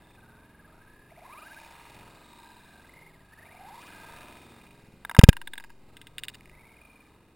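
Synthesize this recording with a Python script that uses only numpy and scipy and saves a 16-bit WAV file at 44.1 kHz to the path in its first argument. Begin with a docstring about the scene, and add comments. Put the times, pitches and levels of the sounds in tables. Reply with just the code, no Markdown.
"""Gravel lot: a radio-controlled truck slides and revs; stones tick on a camera's sealed case, one knocks it hard.
Tyre hiss is shaped noise with grains, the motor is gliding tones, rough tones hold; all pass the case's modes.
Each stone is a blow and a skid of tiny contacts that set off the modes; wind rumbles and a gear rattles.
Coarse sampling adds mirror bands; slow-motion playback replays overlapping slices, so sounds stutter three times."""
import sys
import numpy as np
from scipy import signal
from scipy.fft import rfft, irfft
from scipy.io import wavfile
from scipy.ndimage import uniform_filter1d

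SR = 44100
rng = np.random.default_rng(int(sys.argv[2]) if len(sys.argv) > 2 else 0)


def file_out(sig):
    """Save sig as 16-bit WAV at sys.argv[1]."""
    # one column per channel
    cols = np.atleast_2d(sig).T
    # limit, then scale
    lim = np.clip(cols, -1, 1)
    pcm = np.round(lim * 32767).astype(np.int16)
    wavfile.write(sys.argv[1], SR, pcm)


def ratio(d):
    """dB to gain"""
    e = np.asarray(d, float) / 20
    return 10 ** e


N = 324135
REAL_SAMPLES = N // 3 + SR // 8  # real time that the slow motion stretches

# slow motion: first seam, slice length, cross-fade
FIRST_SAMPLES, SLICE_SAMPLES, FADE_SAMPLES = 2300, 3150, 530
# seam offsets creep from 5 to -3 ms, each up to 7 ms off
SEAMS_MS = np.linspace(5, -3, N // SLICE_SAMPLES + 2) + rng.uniform(-7, 7, N // SLICE_SAMPLES + 2)
# seams while the stones fly, one a slice from STONE_SLICE on: (offset [ms])
STONE_SLICE = 67
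STONE_SEAMS_MS = [-5.3, -6.2, -0.82, -5.35, -6.92, -2.09, -2.68, 1.51, -7.65, -7.74, 5.89, 2.35, -5.34,
                  4.05, -2.82, -3.59, -6.27, -7.5, -0.45, -8.32, -2.58, -2.63, 3.83, 4.62, -3.59]

# steady hiss, opposite in the channels: (frequency [Hz], relative density [dB per Hz])
SIDE_HISS_COLOUR = [(24, -29.5), (40, 1), (659, -8.5), (1080, -20), (2110, -15), (3830, -11), (5990, -19),
                    (6950, -14.5), (15000, -35.5)]
SIDE_HISS_DB = -78.5
# side signal that follows the mid: (frequency [Hz], side over mid before soft limiting [dB])
SIDE_OVER_MID = [(60, -26.5), (200, -23), (700, -31.5), (2380, -36.5), (4400, -29), (15000, -31)]

# wind on the case: (played time [s], level before trim [dB])
WIND_LEVEL = [(0, -57), (1.68, -57.5), (1.92, -54.5), (2.6, -57.5), (2.99, -56), (3.25, -60), (4.09, -52.5),
              (4.65, -56), (4.93, -55), (5.24, -58), (6.04, -56.5), (7.35, -59.5)]
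# wind spectrum: (frequency [Hz], relative density [dB per Hz])
WIND_COLOUR = [(10, 0.5), (25, 12), (90, -2), (250, -5.5), (400, -7.5), (600, -18), (1200, -24.5),
               (6000, -42.5)]

# gear rattle: (played time [s], level [dB])
RATTLE_LEVEL = [(1.9, -95), (2.1, -69), (2.4, -65), (2.9, -72), (3.0, -95)]
RATTLE_HZ, RATTLE_HALF_WIDTH_HZ, RATTLE_KNOCKS_PER_S = 3850, 220, 75

# tyres and gears: (played time [s], level before trim [dB], brightness [dB per octave])
TRUCK_LEVEL = [(0, -61, -3), (1.04, -61.5, -2.5), (1.21, -53.5, -1.5), (1.56, -52, 0), (1.98, -52, -2),
               (2.11, -54.5, -0.5), (2.99, -59, -2), (3.15, -63, -1), (3.4, -57, -3), (3.77, -51, 0.5),
               (4.13, -48, -2), (4.46, -56, -1), (5.12, -65.5, 0), (5.65, -67, 1.5), (5.92, -62.5, -1.5),
               (6.88, -61, -1.5), (7.35, -66, -2.5)]

# rough held tones: (real time [s], length [s], frequency [Hz], level before trim [dB])
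HELD_TONES = [(0.034, .04, 3520, -62.5), (0.555, 0.13, 930, -65.5), (0.791, .085, 925, -62),
              (0.813, 0.15, 1647, -62), (1.26, .26, 2440, -69), (1.43, .12, 3630, -63.5)]
# throttle blips, one curve each: (real time [s], shaft order [Hz], level before trim [dB])
REVS = [
    [(0.396, 570, -48), (.42, 750, -56.5), (.44, 990, -52), (.465, 1150, -51), (.49, 1370, -52.5),
     (.528, 1690, -51), (.55, 1710, -62)],
    [(1.18, 630, -61), (1.225, 770, -49), (1.27, 960, -57.5), (1.3, 1250, -56), (1.343, 1630, -56),
     (1.39, 1530, -61)],
]
# thin high whine, one curve a stroke: (real time [s], frequency [Hz], level before trim [dB])
WHINES = [
    [(0, 1680, -67), (.065, 1727, -68), (.105, 1418, -58.5), (.19, 1767, -72), (.214, 1654, -57.5),
     (.238, 1300, -64), (.3, 1662, -63), (.38, 1712, -62.5), (.41, 2510, -49)],
    [(.975, 2040, -62), (.99, 2072, -54), (1.043, 2180, -57.5), (1.08, 1620, -68.5), (1.13, 1680, -59),
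     (1.164, 1933, -48.5), (1.2, 2500, -60)],
    [(2.18, 2020, -69), (2.2, 2020, -60.5), (2.22, 2230, -56.5), (2.25, 2184, -57), (2.285, 2367, -60.5),
     (2.34, 2396, -64.5), (2.36, 2230, -55)],
]
ROUGHNESS_RMS, WOBBLE_RMS = .3, .012  # fractions of level and of pitch
REV_FLUTTER_DB, WHINE_FLUTTER_DB, HELD_FLUTTER_DB = 4, 7, 8
WHINE_WANDER_RMS, HELD_WANDER_RMS = .02, .035  # fractions of pitch
# second order over the first at 1 kHz shaft order; 20 dB weaker above the top
OVERTONE_DB, OVERTONE_DB_PER_OCTAVE, OVERTONE_TOP_HZ = -7.5, 12, 3000

# case modes: (frequency [Hz], level [dB], t60 [s], extra when struck [dB])
CASE_MODES = [(626, -6, .014, -3.5), (937, -3.5, 0.021, 3.5), (1251, -7.5, 0.024, -8), (1615, -6, 0.018, 4),
              (2082, -4, 0.01, -0.5), (2450, -5, 0.022, -6.5), (2785, -2.5, 0.0073, 3),
              (3604, -3.5, 0.0078, -2), (3800, -4, 0.011, -4), (4464, -5.5, 0.0063, -1),
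              (4955, -12.5, 0.016, 4), (5570, -9.5, 0.009, 3.5)]
# stones: (played time of first hearing [s], peak [dB], blow centre [Hz], spread [octaves],
# skid decay [ms], lens-window weight [dB])
STONES = [(5.0489, -22, 1415, 0.49, 3.04, -1.5), (5.1128, -23, 1165, 0.97, 1.7, -17),
          (5.189, -4, 4300, 0.29, 0.36, -9.5), (5.1918, -2, 2554, 0.65, 1.1, 7),
          (5.3289, -24, 2366, 0.79, 2.4, -13), (5.473, -27, 1910, 0.66, 2.9, 13),
          (5.555, -34.5, 1920, 1.3, 1.1, -26.5), (5.605, -40, 2230, 1.1, 2.2, -7),
          (5.968, -34, 2725, 0.46, 3.5, 2), (6.182, -21, 2340, 0.51, 0.49, 0.5),
          (6.189, -31.5, 3103, 0.71, 3.3, -13), (6.197, -38.5, 2540, 0.82, 2, 1.5),
          (6.408, -42.5, 2190, 0.24, 0.43, -27), (6.475, -52.5, 2460, 0.75, 1, -15)]
WINDOW_HZ = 3730
# contact crack: two sines, at the blow's centre and at the snap
CRACK_DB, SNAP_HZ, SNAP_DB, CRACK_T60_S = 0, 5120, -3, 0.0021
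# inward pushes on the wall: (played time [s], level [dB], held [ms], swing back [ms])
PUSHES = [(4.838, -35, 0.45, 1.5), (5.189, 11, 2.3, 2.36), (6.476, -47.5, 7.8, 30)]
PRESS_MS, RELEASE_MS = 1.64, 2.08


def evened(x):
    """Scales to rms 1."""
    return x / np.sqrt(np.mean(x ** 2) + 1e-20)


def add(mix, at, sound):
    """Mixes a sound in at a sample."""
    part = mix[at:][:len(sound)]
    part += sound[:len(part)]


def spectrum_db(rows, bins_hz):
    """Reads a (Hz, dB) table along log frequency."""
    hz, db = np.transpose(rows)
    return np.interp(np.log(bins_hz + 1), np.log(hz + 1), db)


def playhead(shift=0):
    """Real-time sample read at every played sample: each seam jumps back; shift delays the jumps."""
    after = STONE_SLICE + len(STONE_SEAMS_MS)
    seams_ms = np.r_[0, SEAMS_MS[1:STONE_SLICE], STONE_SEAMS_MS, SEAMS_MS[after:]]
    # two thirds of a slice per seam
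    jumped = np.arange(len(seams_ms)) * SLICE_SAMPLES * 2 // 3 + np.round(seams_ms * SR / 1000)
    slices = np.clip((np.arange(N) - FIRST_SAMPLES - shift) // SLICE_SAMPLES + 1, 0, None)
    return (np.arange(N) - jumped[slices]).astype(int)


def real_curve(rows, hop):
    """Reads curves at every hop of real time: played time is three times the real time less half a slice."""
    s, *columns = np.transpose(rows)
    played_s = 3 * (np.arange(REAL_SAMPLES // hop + 8) * hop - SLICE_SAMPLES / 2) / SR
    return [np.interp(played_s, s, column) for column in columns]


def noise(field_db, patchy_db):
    """Random short-time spectra shaped by a dB field over (frame, bin), with drifting patches."""
    real, imaginary, patches = rng.standard_normal(field_db.shape + (3,)).T
    patches = uniform_filter1d(patches, size=6, axis=0)
    patches = evened(uniform_filter1d(patches, size=6, axis=1))
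    z = (real + 1j * imaginary) * ratio(field_db.T + patchy_db * patches)
    return signal.istft(z, nperseg=512, noverlap=384)[1][:REAL_SAMPLES] / np.sqrt(257)


def side_hiss():
    """Steady coloured noise, opposite in sign in the two channels."""
    colour_db = spectrum_db(SIDE_HISS_COLOUR, np.fft.rfftfreq(N, 1 / SR))
    hiss = irfft(rfft(rng.standard_normal(N)) * ratio(colour_db), N)
    return ratio(SIDE_HISS_DB) * evened(hiss)


def wind():
    """Lumpy low rumble over a faint hiss, as air buffets the case."""
    colour_db = spectrum_db(WIND_COLOUR, np.fft.rfftfreq(512, 1 / SR))
    level_db, = real_curve(WIND_LEVEL, hop=128)
    return ratio(22.0) * noise(level_db[:, None] + colour_db, patchy_db=-0.5)


def rattle():
    """A loose gear knocks unevenly and rings one narrow band."""
    unevenness = uniform_filter1d(rng.standard_normal(REAL_SAMPLES), size=300)
    turns = np.cumsum(RATTLE_KNOCKS_PER_S * (1 + unevenness)) / SR
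    knocks = .12 + np.exp(-(turns % 1) / .25)
    bursts = knocks * rng.standard_normal(REAL_SAMPLES)
    edges_hz = [RATTLE_HZ - RATTLE_HALF_WIDTH_HZ, RATTLE_HZ + RATTLE_HALF_WIDTH_HZ]
    band = signal.butter(2, edges_hz, "band", fs=SR, output="sos")
    level_db = real_curve(RATTLE_LEVEL, hop=1)[0][:REAL_SAMPLES]
    return evened(signal.sosfilt(band, bursts)) * ratio(np.minimum(level_db, 0))


def truck():
    """Tyres on gravel: tilted noise made to crunch by grains of random strength, 64 samples each."""
    level_db, tilt_db = real_curve(TRUCK_LEVEL, hop=128)
    octaves = np.log2(np.maximum(np.fft.rfftfreq(512, 1 / SR), 300) / 1500)
    hiss = noise(level_db[:, None] + tilt_db[:, None] * np.minimum(octaves, 2), patchy_db=1.5)
    grains = ratio(1.9 * np.minimum(rng.exponential(1, REAL_SAMPLES // 64 + 1), 4))
    return ratio(0.5) * hiss * evened(np.repeat(grains, 64)[:REAL_SAMPLES])


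def rough_tone(rows, flutter_db=REV_FLUTTER_DB, wander=0):
    """Start and samples of a tone that follows a pitch and level curve while both shake at random."""
    s, hz, db = np.transpose(rows)
    t = np.arange(s[0], s[-1], 1 / SR)
    fast, slow = rng.standard_normal((2, 2, len(t)))
    wobble, shake = (evened(uniform_filter1d(v, size=150)) for v in fast)
    drift, flutter = (evened(uniform_filter1d(uniform_filter1d(v, size=220), size=220)) for v in slow)
    pitch_hz = np.interp(t, s, hz) * (1 + WOBBLE_RMS * wobble + wander * drift)
    turns = np.cumsum(pitch_hz) / SR
    level = ratio(np.interp(t, s, db) + flutter_db * np.minimum(flutter, .5))  # dips more than it swells
    level = level * (1 + ROUGHNESS_RMS * shake) * signal.windows.tukey(len(t), .1)
    return round(max(s[0], 0) * SR), np.sqrt(2) * level * np.sin(2 * np.pi * turns)


def held_tones():
    """Rough tones that hold one centre pitch each, some near the case's resonances."""
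    out = np.zeros(REAL_SAMPLES)
    for s, length_s, hz, db in HELD_TONES:
        held = [(s, hz, db), (s + length_s, hz, db)]
        add(out, *rough_tone(held, HELD_FLUTTER_DB, HELD_WANDER_RMS))
    return ratio(-10.0) * out


def motor():
    """Throttle blips glide with shaft speed and its second order; the high whine joins them."""
    out = np.zeros(REAL_SAMPLES)
    for rows in REVS:
        s, hz, db = np.transpose(rows)
        overtone_db = db + OVERTONE_DB + OVERTONE_DB_PER_OCTAVE * np.log2(hz / 1000)
        overtone_db = overtone_db - 20 * (2 * hz > OVERTONE_TOP_HZ)
        add(out, *rough_tone(np.c_[s, 2 * hz, overtone_db]))
        add(out, *rough_tone(rows))
    for rows in WHINES:
        add(out, *rough_tone(rows, WHINE_FLUTTER_DB, WHINE_WANDER_RMS))
    return ratio(-10.0) * out


def ring(weight=lambda hz: 1, struck=False):
    """The case's modes set off once as decaying sines; neighbours swing in opposite sense."""
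    t = np.arange(2000) / SR
    out = np.zeros(len(t))
    for k, (hz, db, t60_s, struck_db) in enumerate(CASE_MODES):
        decay = ratio(db + struck * struck_db - 60 * t / t60_s)
        out += (-1) ** k * weight(hz) * decay * np.sin(2 * np.pi * hz * t)
    return out


def through_case(x):
    """Filters outside sound by the modes of the case wall."""
    wall = ring()
    return signal.oaconvolve(x, wall / np.linalg.norm(wall))[:len(x)]


def push(db, held_ms, back_ms):
    """The wall is pressed in; air leaks round it, so the pressure overshoots when it springs back."""
    t_ms = np.arange(4000) / SR * 1000
    press = -np.clip(t_ms / PRESS_MS, 0, 1) * np.clip((held_ms - t_ms) / RELEASE_MS + 1, 0, 1)
    leak = np.exp(-1000 / SR / back_ms)
    return ratio(db) * signal.lfilter([1, -1], [1, -leak], press)


def stone(db, centre_hz, spread_octaves, skid_ms, window_db, chance):
    """A blow and a skid of tiny contacts crack, driving modes near the blow's centre and the lens window."""
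    t = np.arange(len(chance)) / SR
    contacts = .2 * chance * np.exp(-t * 1000 / max(skid_ms, .1))
    contacts[0] = 1  # the blow

    def near(hz, to_hz, octaves):
        return np.exp(-.5 * (np.log2(hz / to_hz) / octaves) ** 2)

    def weight(hz):
        return near(hz, centre_hz, spread_octaves) + ratio(window_db) * near(hz, WINDOW_HZ, 0.085)

    body = ring(weight, struck=True)
    for hz, crack_db in (centre_hz, CRACK_DB), (SNAP_HZ, SNAP_DB):
        add(body, 0, ratio(crack_db - 60 * t / CRACK_T60_S) * np.sin(2 * np.pi * hz * t))
    body *= 1 - np.exp(-np.arange(len(body)) / SR / .0004)  # the contact takes a moment to build
    sound = np.convolve(contacts, body)
    return ratio(db) * sound / abs(sound).max()


def scene():
    """The lot in real time, alike in both channels; the rest of the array is silent."""
    mix, heard = np.zeros(N), playhead(shift=FADE_SAMPLES // 2)
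    mix[:REAL_SAMPLES] = wind() + rattle() + through_case(truck() + held_tones() + motor())
    for (s, *blow), chance in zip(STONES, rng.standard_normal((len(STONES), 800))):
        add(mix, heard[round(s * SR)], stone(*blow, chance))
    for s, *press in PUSHES:
        add(mix, heard[round(s * SR)], push(*press))
    return np.array([mix, mix])


def top_cut(x):
    """Nothing passes above the cut-off."""
    return signal.sosfilt(signal.butter(12, 16440, fs=SR, output="sos"), x)


def record(dry):
    """Overload, 12 kHz samples held as steps (mirror bands), slow-motion slices, a faint random-phase side."""
    coarse = np.clip(signal.resample_poly(dry[0, :REAL_SAMPLES], 40, 147), -1, 1)
    coarse = signal.lfilter(*signal.butter(1, 1.6, "high", fs=12000), coarse)
    steps = signal.resample_poly(np.repeat(coarse, 4), 147, 160)  # 48 kHz back to SR
    fade = np.clip((np.arange(N) - FIRST_SAMPLES) % SLICE_SAMPLES / FADE_SAMPLES, 0, 1)
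    mid = fade * steps[playhead()] + (1 - fade) * steps[playhead(shift=FADE_SAMPLES)]
    side_db = spectrum_db(SIDE_OVER_MID, np.fft.rfftfreq(256, 1 / SR))
    smear = irfft(ratio(side_db) * np.exp(2j * np.pi * rng.random(129)))  # random phase
    limited = 0.26 * np.tanh(mid / 0.24)
    side = signal.oaconvolve(limited, smear)[:N] + side_hiss()  # follows the mid, over a steady hiss
    return top_cut(np.clip([mid + side, mid - side], -1, 1))


dry = scene()
out = record(dry)
file_out(out)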